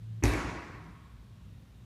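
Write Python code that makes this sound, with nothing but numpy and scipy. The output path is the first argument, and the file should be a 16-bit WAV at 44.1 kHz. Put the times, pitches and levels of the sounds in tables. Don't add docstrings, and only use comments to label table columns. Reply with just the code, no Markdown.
import sys
import numpy as np
from scipy import signal
from scipy.fft import rfft, irfft, next_fast_len
from scipy.io import wavfile

SR = 44100
rng = np.random.default_rng(int(sys.argv[2]) if len(sys.argv) > 2 else 0)


def how_loud(loudness_db):
    steps = np.asarray(loudness_db, float) / 20
    return 10 ** steps


def waveform_to_disk(signal):
    frames = np.transpose(np.atleast_2d(signal))
    scaled = np.clip(frames, -1, 1) * 32767
    samples = np.round(scaled).astype(np.int16)
    wavfile.write(sys.argv[1], SR, samples)


N = 81585
T = np.arange(N) / SR

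# start in seconds, level in dB, push length in seconds, share of deep boom from 0 to 1.
THUDS = [
    (0.2227, -9, 0.00073, 0.4),
    (.2352, 2, 0.0013, 0.98),
    (.2400, -1.5, 0.0013, 0.28),
    (.2462, -5.5, 0.0017, 0.2),
    (.3150, -14.5, .0018, .1),
    (0.327, -6.5, 0.0025, 0.49),
    (0.343, -9, 0.0027, 0),
    (.4450, -10.5, 0.0028, .4),
]
LANDING_S = THUDS[1][0]


def table(rows, hz):
    rows = np.array(rows, float)
    return np.interp(np.log(hz), np.log(rows[:, 0]), rows[:, 1])


def unit(x):
    return x / np.sqrt(np.mean(x ** 2))


def band(hz, width):
    size = next_fast_len(N + SR // 4)
    f = np.arange(size // 2 + 1) * SR / size
    spectrum = rfft(rng.standard_normal(size)) * np.exp(-((f - hz) / width) ** 2)
    return unit(irfft(spectrum, size)[:N])


def walk(rate):
    return band(0, rate)


def ring(modes, t, gain):
    hz, db, t60 = np.array(modes, float)[:, :3].T[:, :, None]
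    decay = np.exp(-np.log(1000) * t / t60)
    return np.sum(gain * how_loud(db) * np.sin(2 * np.pi * hz * t) * decay, axis=0)


def air():
    # frequency in Hz, level in dB per Hz.
    hiss_levels = [(190, -1.5), (285, -15), (716, -26), (1090, -26), (1760, -29), (3900, -30.5),
                   (4600, -35.5), (15500, -45)]
    # frequency in Hz, width in Hz, level in dB.
    booms = [(58, 29, -56.5), (108, 50, -54.5), (164.7, 46, -59.5)]
    noise = 0
    for hz in 200 * 2 ** np.arange(0, 6.4, 1 / 5):
        db = table(hiss_levels, hz) + 10 * np.log10(hz) + 0.74 * walk(3.1)
        noise = noise + how_loud(db) * band(hz, hz / 10)
    rumble = sum(how_loud(db + 1.7 * walk(2.7)) * band(hz, width / 2) for hz, width, db in booms)
    return how_loud(-61.5) * unit(noise) + rumble


def drone():
    # time in seconds, pitch in Hz, level in dB.
    glide = [
        (0.0, 110, -44),
        (0.164, 110, -38.5),
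        (0.192, 108, -39),
        (0.222, 101, -49),
    ]
    s, hz, db = np.array(glide, float).T
    stop = np.exp(-np.maximum(T - s[-1], 0) / 0.006)
    phase = 2 * np.pi * np.cumsum(np.interp(T, s, hz)) / SR
    return np.sqrt(2) * how_loud(np.interp(T, s, db)) * stop * np.sin(phase)


def thuds():
    # frequency in Hz, level in dB, t60 in seconds, side of the node the phone is on (1 or -1).
    slab = [(52.2, -21.5, 0.39, 1), (62.8, -29.5, 0.95, -1), (77.35, -34.5, 0.6, -1),
            (108.9, -18, 0.24, -1)]
    rubber = [(256.7, -29.5, 0.11, 1), (288.4, -26, 0.16, 1), (318, -18, 0.075, -1), (419, -31, 0.053, 1)]
    pushes = []
    for s, db, length, _ in THUDS:
        half_sine = np.sin(np.pi * np.clip((T - s) / length, 0, 1))
        pushes.append(how_loud(db) * np.pi / (2 * length * SR) * half_sine)
    pushes = np.array(pushes)
    deep = np.clip(np.array(THUDS)[:, 3], 0, 1)

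    def struck(push, modes):
        side = np.sign(np.array(modes)[:, 3:])
        return signal.fftconvolve(push, ring(modes, T, side))[:N]

    return struck(deep @ pushes, slab) + struck(pushes.sum(axis=0), rubber)


def clanks():
    # start in seconds, level in dB, brightness in dB.
    knocks = [(0.2248, -42, -24), (.2296, -36.5, -12), (.2352, -33.5, -10), (.2374, -26, 4.5),
              (.2455, -33.5, -1.5), (.2548, -27, 0.1), (0.262, -32, -3), (.2690, -36, -2), (.3030, -39, -8),
              (.3365, -33.5, -1), (.3450, -38.5, -18), (0.353, -36.5, -12)]
    # frequency in Hz, level in dB, t60 in seconds.
    iron_modes = [(540, -2.5, 0.029), (844, -2, 0.028), (1013, -5, 0.019), (1120, -10, 0.044),
                  (1450, -16, 0.025), (1610, -5.5, 0.014), (1973, 0, .018), (2185, -3.5, 0.026),
                  (2516, 0, 0.012), (4440, -19.5, .012), (5640, -1.5, 0.0082), (6310, -4, .01),
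                  (9460, -11, .006), (11330, -9, 0.0062)]
    low_hz, top_hz, rise_s, crack_s, crack_db = 4440, 10500, 0.00024, 0.00046, 6.5
    t = T[:SR // 8]
    rise = 1 - np.exp(-t / rise_s)
    high = np.array(iron_modes)[:, :1] > low_hz
    crack_band = signal.butter(2, [low_hz, top_hz], "band", fs=SR, output="sos")
    out = np.zeros(N)
    for s, db, bright_db in knocks:
        draw = rng.standard_normal((len(iron_modes), 2))
        gain = how_loud(bright_db * high + 2.3 * draw[:, 1:]) * np.sign(draw[:, :1])
        iron = ring(iron_modes, t, gain) * rise
        crack = signal.sosfilt(crack_band, rng.standard_normal(len(t))) * np.exp(-t / crack_s) * rise
        i = int(s * SR)
        out[i:i + len(t)] += how_loud(db) * (0.9 * iron + how_loud(crack_db + bright_db) * crack)
    return out


def hall():
    # frequency in Hz, t60 in seconds.
    ring_times = [(50, 0.4), (150, 1.5), (300, 1.24), (600, 0.96), (1100, 1.27), (2200, 1.11), (6000, 1.0),
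                  (14000, 0.42)]
    # frequency in Hz, level in dB.
    strengths = [(40, 6.5), (200, -11), (310, -5), (490, -13.5), (1050, -17.5), (2400, -17.5),
                 (2900, -28.5), (6460, -32), (11000, -40.5), (15000, -55)]
    # frequency in Hz, seconds for the fed power to double.
    feed_times = [(200, 0.62), (600, 0.02), (1100, 0.01), (2200, 0.023), (4000, 0.17), (12000, 0.3)]
    level_at_s, build_s, patchy_db, low_hz = 0.1, 0.0029, 1.4, 110
    u = np.maximum(T - LANDING_S, 0)
    out = 0
    for hz in 40 * 2 ** np.arange(0, 8.7, 1 / 5):
        feed = table(feed_times, hz)
        db = table(strengths, hz) + 10 * np.log10(hz / 300)
        db = db - 60 * (u - level_at_s) / table(ring_times, hz) + patchy_db * walk(17.4)
        fed = np.sqrt((feed + u) / (feed + level_at_s))
        bass_loss = min(hz / low_hz, 1) ** 2
        out = out + how_loud(db) * fed * bass_loss * band(hz, hz / 10)
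    return how_loud(-37.5) * out * (1 - np.exp(-u / build_s))


def linger():
    # frequency in Hz, width in Hz, level in dB, t60 in seconds.
    tones = [(960, 52, -45, 1.77), (1090, 94, -45, 2), (57, 12, -41, 1.0), (301, 34, -44, 0.85)]
    u = np.maximum(T - LANDING_S, 0)
    out = sum(how_loud(db - 60 * u / t60) * band(hz, width / 2) for hz, width, db, t60 in tones)
    return out * (1 - np.exp(-u / 0.043))


def scene():
    return (air() + drone() + thuds() + clanks() + hall() + linger())[None]


def roll_off(x):
    return signal.sosfilt(signal.butter(12, 16020, fs=SR, output="sos"), x)


def record(dry):
    low_hz, top_hz = 34.6, 15100
    x = signal.sosfilt(signal.butter(2, low_hz, "high", fs=SR, output="sos"), dry)
    x = signal.sosfilt(signal.cheby1(8, 0.3, top_hz, fs=SR, output="sos"), x)
    return roll_off(x)


dry = scene()
out = record(dry)
waveform_to_disk(out)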